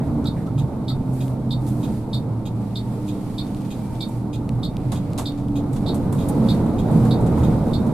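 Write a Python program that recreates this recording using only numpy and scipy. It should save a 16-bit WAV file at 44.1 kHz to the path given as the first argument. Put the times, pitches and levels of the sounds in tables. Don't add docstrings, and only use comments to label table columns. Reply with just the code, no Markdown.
import sys
import numpy as np
from scipy import signal
from scipy.fft import rfft, irfft
from scipy.io import wavfile
from scipy.ndimage import uniform_filter1d

SR = 44100
rng = np.random.default_rng(int(sys.argv[2]) if len(sys.argv) > 2 else 0)


def digitize_waveform(pressure):
    field = np.atleast_2d(pressure).T
    bounded = np.clip(field, -1, 1)
    quanta = np.round(bounded * 32767).astype(np.int16)
    wavfile.write(sys.argv[1], SR, quanta)


N = 349713


# time_s, level_db
ROAD_SHAKING = [(0, 0.5), (.5, -1.5), (1.8, -2), (2.6, -3.5), (3.6, -4), (4.25, -3.5), (4.6, -1.5),
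                (5.4, -2), (5.9, 2), (6.45, 5.5), (6.7, 6), (7, 7), (7.35, 7.5), (7.7, 6), (7.93, 4.5)]
# pitch_hz, level_db (per Hz)
ROAR_COLOUR = [(8.8, -48.5), (15, -6), (49, -7), (121, -2), (224, -1.5), (256, -4), (293, -4.5),
               (357, -11.5), (399, -12.5), (679, -18), (886, -22.5), (969, -25.5), (1240, -28.5),
               (1500, -35.5), (1720, -45), (2100, -44.5), (3000, -62), (3900, -47), (6600, -120)]
# pitch_hz, width_hz, lift_db
CAB_LIFTS = [(132.3, 63, 5), (163, 42, -1.5), (215, 18.4, 1.5), (466, 21, 3.5), (888, 146, 4)]
# time_s, roar_lift_db, rumble_lift_db
ROAD_LIFTS = [(1.9, 14, 1), (4.55, 1, 4), (5.15, 5, 2.5), (6.4, -1, 3), (6.76, 10, -0.5), (6.96, 14, -0.5),
              (7.37, -14, -4)]
# time_s, level_db, deep_db
RUMBLE = [(0, 2, -8), (.9, 1.5, 0), (1.3, -1.5, -1), (2, 2, -3), (3, -4, 5), (3.9, -2.5, 3), (4.6, 1.5, -2),
          (5.4, -2, 5), (5.8, 2, -1), (6.7, -3.5, 2), (7.3, 1.5, -2), (7.93, -2, 4)]
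# pitch_hz, follow_db (per dB)
WASH_FOLLOWS = [(150, 1), (280, 0.83), (450, 1.19), (850, 0.91), (1300, 0.9), (2200, 1.22)]
# time_s, lift_db
SURGES = [(5.95, 0.5), (6.15, -0.5), (6.66, 0), (6.82, -2.5), (6.93, 2), (7.2, -1.5), (7.45, 1.5),
          (7.6, -2.5), (7.72, 1.5), (7.81, -1)]
ROAR_FOLLOWS, RUMBLE_FOLLOWS, HISS_FOLLOWS = 0.88, 1, 0.69
ROAR_LUMPS_DB, RUMBLE_LUMPS_DB, WASH_LUMPS_DB = -0.6, 1.6, 1.0
ROAD_LIFT_S, SURGE_S = 0.053, 0.039

# pitch_hz, likeness (1 is identical)
SAME = [(60, 0.92), (150, 1), (380, 0.88), (950, 0.72), (2380, 0.37), (5980, -0.21), (15000, -0.063)]
# pitch_hz, pan_db
LEAN = [(60, 0), (180, -2), (550, -2.5), (1650, -1.5), (4970, 0), (15000, -3.5)]
# pitch_hz, lead_rad
LEAD = [(0, 0), (2840, 0.0), (3700, -1.2), (6460, -4.5), (8960, -8), (11400, 0.5), (15200, -15)]

# pitch_hz, level_db (per Hz)
HISS_COLOUR = [(900, -4), (1500, -5.5), (2300, -3), (2800, -6.5), (4500, -3), (5800, -7.5), (8000, -2),
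               (11000, -3), (12800, -6), (14200, -11), (15200, -17), (15700, -30)]
# start_s, length_s, level_db, extra_below_crossover_db
RUSTLES = [(0, 0.13, -54, 2), (0.298, 0.18, -57, 2), (1.06, 0.32, -51, -4), (1.552, 0.4, -53, -2.5),
           (1.758, 0.32, -54, 3.5), (2.052, 0.22, -58, 2), (2.507, 0.46, -60.5, 6.5), (2.8, 0.57, -57, 5),
           (3.19, 0.72, -56, 5.5), (3.727, 0.55, -56, 3.5), (4.7, 0.77, -63.5, 12), (5.697, 0.44, -61.5, 9),
           (6.1, 0.37, -53.5, 4), (6.37, 0.29, -50, 6.5), (6.833, 0.38, -52, 3.5), (7.263, 0.38, -56.5, 8),
           (7.546, 0.41, -60.5, 4)]
SEALS_DB, SEALS_LOW_DB = -60, 6.5
RUSTLE_EDGE_S, CROSSOVER_HZ = 0.12, 5000

# time_s, pitch_hz, level_db
ENGINE = [(0, 297.8, -8), (.35, 285, -36), (.45, 280, -44), (.6, 274.2, -33.5), (.95, 262, -39),
          (1.15, 258, -32.5), (1.4, 272, -40), (1.749, 297, -30.5), (1.902, 303, -37.5), (2.2, 308, -47),
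          (2.499, 303.8, -48), (2.7, 302, -38.5), (2.9, 301, -45), (3.1, 300, -29.5), (3.3, 301, -41),
          (3.6, 303, -37), (3.7, 305, -40), (3.8, 309.4, -37.5), (4.2, 316.6, -37.5), (4.402, 289, -33),
          (4.65, 255.4, -42), (4.85, 238, -52), (5, 226, -32), (5.2, 207.7, -48)]
# time_s, pitch_hz, level_db
HUMS = [
    [(0.76, 124.2, -21), (1.02, 127.7, -28.5), (1.1, 129.2, -25), (1.7, 126, -25), (1.95, 121.6, -29),
     (2.06, 115, -31), (2.22, 122, -28.5), (2.35, 113.7, -27.5), (2.5, 117.9, -27.5), (2.7, 118, -31),
     (2.92, 118, -27), (3.15, 114.3, -34.5)],
    [(3.05, 120.2, -37), (4.2, 121.6, -36), (5.2, 123.7, -33.5), (6.6, 125.2, -39)],
    [(2.4, 196.8, -32.5), (4, 199.4, -35)],
    [(4.7, 288.3, -35), (5.3, 287.3, -35.5), (5.45, 287, -29), (5.8, 286.5, -32.5), (5.92, 285.4, -34),
     (6.1, 286.8, -37.5), (6.4, 285, -28.5), (6.7, 285, -42)],
    [(6.1, 222, -37.5), (7.93, 225.4, -29)],
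    [(0, 896, -54), (4.5, 907, -53.5)],
    [(.5, 223.4, -42), (2.35, 222.1, -38.5)],
    [(1.75, 112.4, -36), (2.3, 112.5, -32.5), (2.75, 111.8, -31)],
    [(3.3, 2320, -70), (3.6, 2355, -72), (4.2, 2310, -71)],
]
# pitch_waver_share, throb_db
UNSTEADY = [(0.0052, 1.5), (0.011, 3), (0.0027, 0.5), (0.004, 2.5), (0.0078, 3), (0.01122, 4), (0.0089, 2),
            (.004, -0.5), (0.0099, 6.5)]

# start_s, peak_db, panel_name
CREAKS = [(0, -45, "high"), (0.244, -37, "low"), (.36, -40.5, "high"), (.465, -36.5, "low"),
          (.575, -43, "low"), (.9, -39, "low"), (.9, -48, "top"), (1.16, -48, "high"), (1.85, -52, "high"),
          (1.939, -54, "high"), (6.53, -44, "high"), (7.42, -35, "low")]
PANELS = {"low": (1304, 100, 0.055), "top": (1970, 120, .06), "high": (1770, 580, 0.36)}

# peak_s, level_db, pitch_hz
BOOMS = [(.1, -23.5, 144), (0.177, -25.5, 232), (0.602, -21.5, 139.2), (0.718, -25.5, 135),
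         (0.578, -24, 114.7), (4.151, -30, 119), (4.378, -26.5, 113), (4.579, -24, 122.5),
         (4.809, -25, 126.8), (5, -29, 127.8), (5.521, -30, 122), (5.721, -29, 123.6), (6.01, -24.5, 130.8),
         (6.43, -20, 225), (6.497, -26, 122.3), (6.66, -24, 226.6), (7, -19, 226), (7.05, -18, 123),
         (7.3, -21.5, 137), (7.299, -23.5, 171), (7.401, -20, 78), (7.881, -25.5, 231)]
BOOM_S = 0.073

# time_s, level_db, low_part_db (below about 6.7 kHz),
# body_db (dull body near 740 Hz), pan_db, t60_s
RATTLES = [(0.242, -39, 6, -10, 2, .1), (.4638, -44, 4, -6, -2, .1), (1.1308, -43, -16, -12, -2, 0.11),
           (1.6665, -34.5, -6, -6, -1, 0.14), (1.6824, -37, -10, -19, -3, 0.17),
           (3.062, -40, -3, -10, -1, 0.36), (3.14, -45, 8, -12, 0, .1), (3.465, -42, 8, -10, 0, .12),
           (3.563, -41, 7, -10, 0, .08), (3.605, -45, 6, -10, 0, 0.068), (3.648, -42, 7, -8, 0, .1),
           (3.81, -47, 7, -10, 0, .1), (3.948, -39, 10, -8, 0, 0.1), (4.0831, -40.5, -17, -14, -2.5, 0.1),
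           (4.9188, -24.5, -0.5, -4, -2, 0.18), (5.1, -46, -8, -12, 0, .1), (5.1776, -25, -2, -12, 0, 0.14),
           (5.1834, -23.5, -3, -3, -3, 0.19), (5.375, -42, 5, -2, -1, 0.22),
           (5.728, -34.5, -7, -13, -1, 0.28), (5.7616, -35, 5, -1, -2, 0.095),
           (5.9431, -31, -8, -7, 1, 0.15), (6.1236, -32, -11, 0, -1, 0.23),
           (6.2857, -25, -18, -9, -2, 0.076), (6.659, -40, 0, 6, 1, 0.17), (6.913, -38, -17, -6, .5, 0.16),
           (7.0499, -34, -3, 4.5, -1, 0.071), (7.208, -42, -15, 3, -1, 0.24),
           (7.263, -34.5, -2, -2, -1, .12), (7.3744, -37.5, -6, 10, -2, 0.38), (7.668, -43, -10, 1, 2, .3),
           (7.8635, -41, -4.5, -5, -1, .17)]
# pitch_hz, level_db (per Hz)
TRIM_COLOUR = [(1470, -37), (2500, -9), (3140, -5), (3450, 1), (5200, -6), (8170, -2.5), (12200, -8.5),
               (14600, -18), (15500, -39)]

# time_s, level_db, pan_db
TICKS = [(.2548, -29, -2), (.880, -28, -3), (1.506, -27, -1), (2.130, -26.5, 0), (2.755, -28, -3),
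         (3.38, -27.5, -2), (4.005, -26, -2), (4.63, -28, -1), (5.255, -26.5, -2), (5.861, -33.5, -8),
         (5.880, -29.5, -2), (6.485, -26, -2), (7.107, -29, -4), (7.732, -30.5, -6)]
# time_s, level_db
TOCKS = [(0.579, -46.5), (1.205, -47), (1.8298, -46.5), (2.454, -46.5), (3.0798, -47), (3.7049, -46.5),
         (4.33, -45.5), (4.954, -47), (5.5556, -46), (6.182, -50), (6.204, -49.5), (6.783, -46.5),
         (7.432, -46.5)]
# pitch_hz, width_hz (before added damping), closing_db, opening_db
RELAY = [(3270, 90, -16, -4), (3480, 60, -8, -4), (3652, 45, 1, -9), (3750, 45, -8, 1), (3865, 60, -4, -9),
         (4030, 50, -11, -7), (4200, 55, -8, -10), (4393, 50, -5.5, -14), (4607, 50, -9, -14),
         (4867, 70, -15, -11), (2500, 60, -32, -7), (2750, 60, -33, -9), (3030, 90, -25, -11),
         (5250, 300, -23, -19), (6500, 250, -32, -7), (7250, 350, -22, -9), (8200, 700, -20, -11),
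         (9700, 700, -24, -11), (11350, 500, -25, -17), (11925, 90, -21, -12), (12117, 90, -22, -10)]
# delay_ms, closing_db, opening_db
CHATTER = [(0, 7, 3), (4.07, -18.5, -6), (8.09, -2, -5), (11.88, 0, -5), (16, -2, 3), (20, 3, -15),
           (23.4, -9, -8), (28.1, -2, -4), (31.9, -7, -16), (34.9, -14, -8)]
# pitch_hz, lead_rad
RELAY_LEAD = [(0, 8), (4400, -0.7), (6400, -3), (9500, -10), (15200, -14)]
OPENING_PAN_DB, OPENING_CAB_DB = -2.5, 3.5

# time_s, level_db, pan_db
SNAPS = [(1.2815, -36, 7), (3.548, -34, 0.0), (3.6194, -42, 4), (4.4925, -27.5, 3), (4.769, -28.5, 0.5),
         (5.1338, -31, 1), (5.3214, -37, 1), (5.4849, -38, 3), (5.64, -45, -8)]
# pitch_hz, level_db
SNAP_COLOUR = [(500, -20), (1500, -5), (3000, 5), (6000, -5), (10000, -5), (15500, -21)]

EDGE_HZ = 15650


def gain_of(db):
    return 10 ** (np.asarray(db) / 20)


def evened(x):
    return x / np.sqrt(np.mean(x ** 2) + 1e-20)


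def read(points, hz):
    f, value = np.transpose(points)
    return np.interp(np.log(hz + 1), np.log(f + 1), value)


def add(mix, s, sound, pan_db):
    part = mix[:, round(s * SR):][:, :sound.shape[1]]
    part += sound[:, :part.shape[1]] * gain_of([[pan_db / 2], [-pan_db / 2]])


def drift(size, width):
    once = uniform_filter1d(rng.standard_normal(size), width)
    return evened(uniform_filter1d(once, width))


def shaking(t):
    return np.interp(t, *np.transpose(ROAD_SHAKING))


def brief_lifts(rows, t, width_s):
    s, *lifts = np.transpose(rows)
    return np.array(lifts) @ np.exp(-((t - s[:, None]) / width_s) ** 2)


def field(field_db, size, patchy_db):
    hop = size // 4
    hz = np.fft.rfftfreq(size, 1 / SR)
    t = np.arange(N // hop + 5) * hop / SR
    a, b, c, d, patches = rng.standard_normal((len(t), len(hz), 5)).T
    patches = evened(uniform_filter1d(uniform_filter1d(patches, 6, 0), 8, 1))
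    same = np.clip(read(SAME, hz), -1, 1)[:, None]
    left, other = a + 1j * b, c + 1j * d
    right = same * left + np.sqrt(1 - same ** 2) * other
    right = right * np.exp(-1j * read(LEAD, hz))[:, None]
    lean = gain_of(read(LEAN, hz) / 2)[:, None]
    level = gain_of(field_db(hz[:, None], t) + patchy_db * patches)
    spectra = np.array([left * lean, right / lean]) * level
    return signal.istft(spectra, nperseg=size, noverlap=size - hop)[1][:, :N]


def road(patchy_db=0.66, trim_db=-31.5, roar_db=2.5, rumble_db=-2.0, wash_db=-1.0):
    def shape(hz, t):
        roar_lift, rumble_lift = brief_lifts(ROAD_LIFTS, t, ROAD_LIFT_S)
        roar = roar_db + ROAR_FOLLOWS * shaking(t) + roar_lift
        roar = roar + ROAR_LUMPS_DB * drift(len(t), width=8)

        rumble = rumble_db + RUMBLE_FOLLOWS * shaking(t) + rumble_lift
        rumble = rumble + RUMBLE_LUMPS_DB * drift(len(t), width=8)
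        s, level, deep = np.transpose(RUMBLE)
        deepest = 1 / (1 + (hz / 71.0) ** 6)
        rumble = rumble + np.interp(t, s, level) + np.interp(t, s, deep) * deepest

        surge, = brief_lifts(SURGES, t, SURGE_S)
        surge = surge + WASH_LUMPS_DB * drift(len(t), width=6)
        surge_range = 1 / (1 + (290.0 / (hz + 1)) ** 4)
        wash = wash_db + read(WASH_FOLLOWS, hz) * shaking(t) + surge * surge_range

        cab_lift = sum(db / (1 + (2 * (hz - f) / w) ** 2) for f, w, db in CAB_LIFTS)
        low = 1 / (1 + (hz / 138.0) ** 4)
        high = 1 / (1 + (170.0 / (hz + 1)) ** 4)
        level = low * rumble + high * wash + (1 - low - high) * roar
        return read(ROAR_COLOUR, hz) + cab_lift + level + trim_db
    return field(shape, size=2048, patchy_db=patchy_db)


def hiss(flicker_db=0.5, trim_db=-14.5):
    def shape(hz, t):
        under = 1 / (1 + (hz / CROSSOVER_HZ) ** 4)
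        seals_db = SEALS_DB + HISS_FOLLOWS * shaking(t) + under * SEALS_LOW_DB
        power = gain_of(2 * seals_db)
        for s, length, db, low_db in RUSTLES:
            swell = np.clip(np.minimum(t - s, s + length - t) / RUSTLE_EDGE_S, 0, 1)
            power = power + swell ** 2 * gain_of(2 * (db + under * low_db))
        flicker = flicker_db * drift(len(t), width=3)
        return read(HISS_COLOUR, hz) + 10 * np.log10(power) + flicker + trim_db
    return field(shape, size=512, patchy_db=0.6)


def hum(hz, level_db, waver, throb_db, throb_s):
    pitch = hz * (1 + waver * drift(len(hz), width=600))
    turns = np.cumsum(pitch) / SR + rng.random()
    tone = np.sqrt(2) * np.sin(2 * np.pi * turns)
    tone *= gain_of(level_db + throb_db * drift(len(hz), round(throb_s * SR)))
    tone *= signal.windows.tukey(len(hz), 0.15)
    return np.array([tone, tone])


def hums(pan_db=-1.5, throb_s=0.037):
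    out = np.zeros((2, N))
    for rows, (waver, throb_db) in zip([ENGINE] + HUMS, [(0.002, 1.3)] + UNSTEADY):
        s, hz, db = np.transpose(rows)
        t = np.arange(s[0], s[-1], 1 / SR)
        tone = hum(np.interp(t, s, hz), np.interp(t, s, db), waver, throb_db, throb_s)
        add(out, s[0], tone, pan_db)
    return out


def cab(t60, rise_s, same, hold_s=0, dense=0.15):
    t = np.arange(9000) / SR
    left, other = rng.standard_normal((2, len(t))) * (rng.random((2, len(t))) < dense)
    same = np.clip(same, -1, 1)
    tail = np.array([left, same * left + np.sqrt(1 - same ** 2) * other])
    build_up = 1 - np.exp(-t / rise_s)
    die_away = gain_of(-60 * np.maximum(t - hold_s, 0) / t60)
    tail = tail * build_up * die_away
    return tail / np.linalg.norm(tail[0])


def creaks():
    out = np.zeros((2, N))
    t = np.arange(1500) / SR
    for s, db, panel in CREAKS:
        hz, width, t60 = PANELS[panel]
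        decay = np.exp(-np.pi * width * t)
        ring = decay * (1 - decay) * np.sin(2 * np.pi * hz * t)
        path = cab(t60, rise_s=0.0015, same=0.84, hold_s=0.018)
        creak = signal.fftconvolve(path, ring[None], axes=1)
        add(out, s, gain_of(db) * creak / abs(creak).max(), -1.5)
    return out


def booms(pan_db=-2.0):
    out = np.zeros((2, N))
    t = np.arange(-3 * BOOM_S, 3 * BOOM_S, 1 / SR)
    for s, db, hz in BOOMS:
        swell = gain_of(db) * np.sqrt(2) * np.exp(-(t / BOOM_S) ** 2)
        boom = swell * np.sin(2 * np.pi * (hz * t + rng.random()))
        boom = boom[t + s >= 0]
        add(out, max(s + t[0], 0), np.array([boom, boom]), pan_db)
    return out


def coloured(path, slow_path, low_db, body_db):
    padded = np.pad(path, ((0, 0), (40, 0)))
    size = padded.shape[1]
    hz = np.fft.rfftfreq(size, 1 / SR)
    bright = gain_of(read(TRIM_COLOUR, np.maximum(hz, 3000)))
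    low_part = gain_of(low_db / (1 + (hz / 6700.0) ** 8))
    bass_cut = np.sqrt(1 + (430.0 / (hz + 1)) ** 4)
    knock = irfft(rfft(padded) * bright * low_part / bass_cut, size)
    body = irfft(rfft(slow_path, size) / (1 + ((hz - 740.0) / 380.0) ** 2), size)
    return knock / abs(knock).max() + gain_of(body_db) * body / abs(body).max()


def rattles(rattle_db=6.0):
    out = np.zeros((2, N))
    for s, db, low_db, body_db, pan_db, t60 in RATTLES:
        path = cab(t60, rise_s=0.00016, same=0.43, hold_s=0.0076, dense=0.07)
        slow_path = cab(t60, rise_s=0.0025, same=0.64, hold_s=0.01)
        knock = coloured(path, slow_path, low_db, body_db)
        add(out, s - 0.001, gain_of(db + rattle_db) * knock, pan_db)
    return out


def ports(x):
    hz = np.fft.rfftfreq(x.shape[1], 1 / SR)
    right = irfft(rfft(x[1]) * np.exp(-1j * read(RELAY_LEAD, hz)), x.shape[1])
    return np.array([x[0], right])


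def relay(events, column, damping_hz, cab_db, level_db,
          uneven_db=0.5, t60=0.14, hold_s=0.02, direct_hz=5440.0):
    t = np.arange(3000) / SR
    out = np.zeros((2, N))
    modes = []
    for k, row in enumerate(RELAY):
        width = row[1] + damping_hz
        decay = width * np.exp(-np.pi * width * t)
        modes.append(gain_of(row[column]) * decay * np.sin(2 * np.pi * row[0] * t + k))
    modes = np.array(modes) * (1 - np.exp(-t / 0.0003)) ** 2
    duller = 1 / (1 + (np.array(RELAY)[:, 0] / direct_hz) ** 4)
    steady = cab(t60, rise_s=0.0033, same=0.56, hold_s=hold_s, dense=0.022)
    for s, db, pan_db in events:
        fresh = cab(t60, rise_s=0.0013, same=0.12, hold_s=hold_s, dense=0.03)
        path = gain_of(cab_db) * (steady + 1.3 * fresh)
        struck = gain_of(uneven_db * rng.standard_normal(len(RELAY)))
        ring, direct = struck @ modes, (struck * duller) @ modes
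        touches = np.zeros_like(path)
        for row in CHATTER:
            touch_db = row[column - 1] + uneven_db * rng.standard_normal()
            touches[:, round(row[0] * SR / 1000)] += gain_of(touch_db)
        sound = signal.fftconvolve(path, ring[None], axes=1)
        sound = sound + signal.fftconvolve(touches, direct[None], axes=1)
        add(out, s, gain_of(db + level_db) * evened(sound), pan_db)
    return ports(out)


def snaps(level_db=5.0, t60=0.0054):
    out = np.zeros((2, N))
    for s, db, pan_db in SNAPS:
        path = np.pad(cab(t60, rise_s=0.0001, same=0.9), ((0, 0), (40, 0)))
        path[:, 40] += 1.2
        hz = np.fft.rfftfreq(path.shape[1], 1 / SR)
        crack = irfft(rfft(path) * gain_of(read(SNAP_COLOUR, hz)), path.shape[1])
        add(out, s - 0.001, gain_of(db + level_db) * crack / abs(crack).max(), pan_db)
    return out


def scene():
    ticks = relay(TICKS, column=2, damping_hz=2.4, cab_db=5.0, level_db=-15.0)
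    openings = [(*row, OPENING_PAN_DB) for row in TOCKS]
    tocks = relay(openings, column=3, damping_hz=22.0, cab_db=OPENING_CAB_DB,
                  level_db=-7.0, hold_s=0.019)
    steady_sounds = road() + hiss() + hums()
    return steady_sounds + creaks() + booms() + rattles() + ticks + tocks + snaps()


def record(dry):
    low_pass = signal.firwin(511, EDGE_HZ, window=("kaiser", 9), fs=SR)
    return signal.oaconvolve(dry, low_pass[None], "same")


dry = scene()
out = record(dry)
digitize_waveform(out)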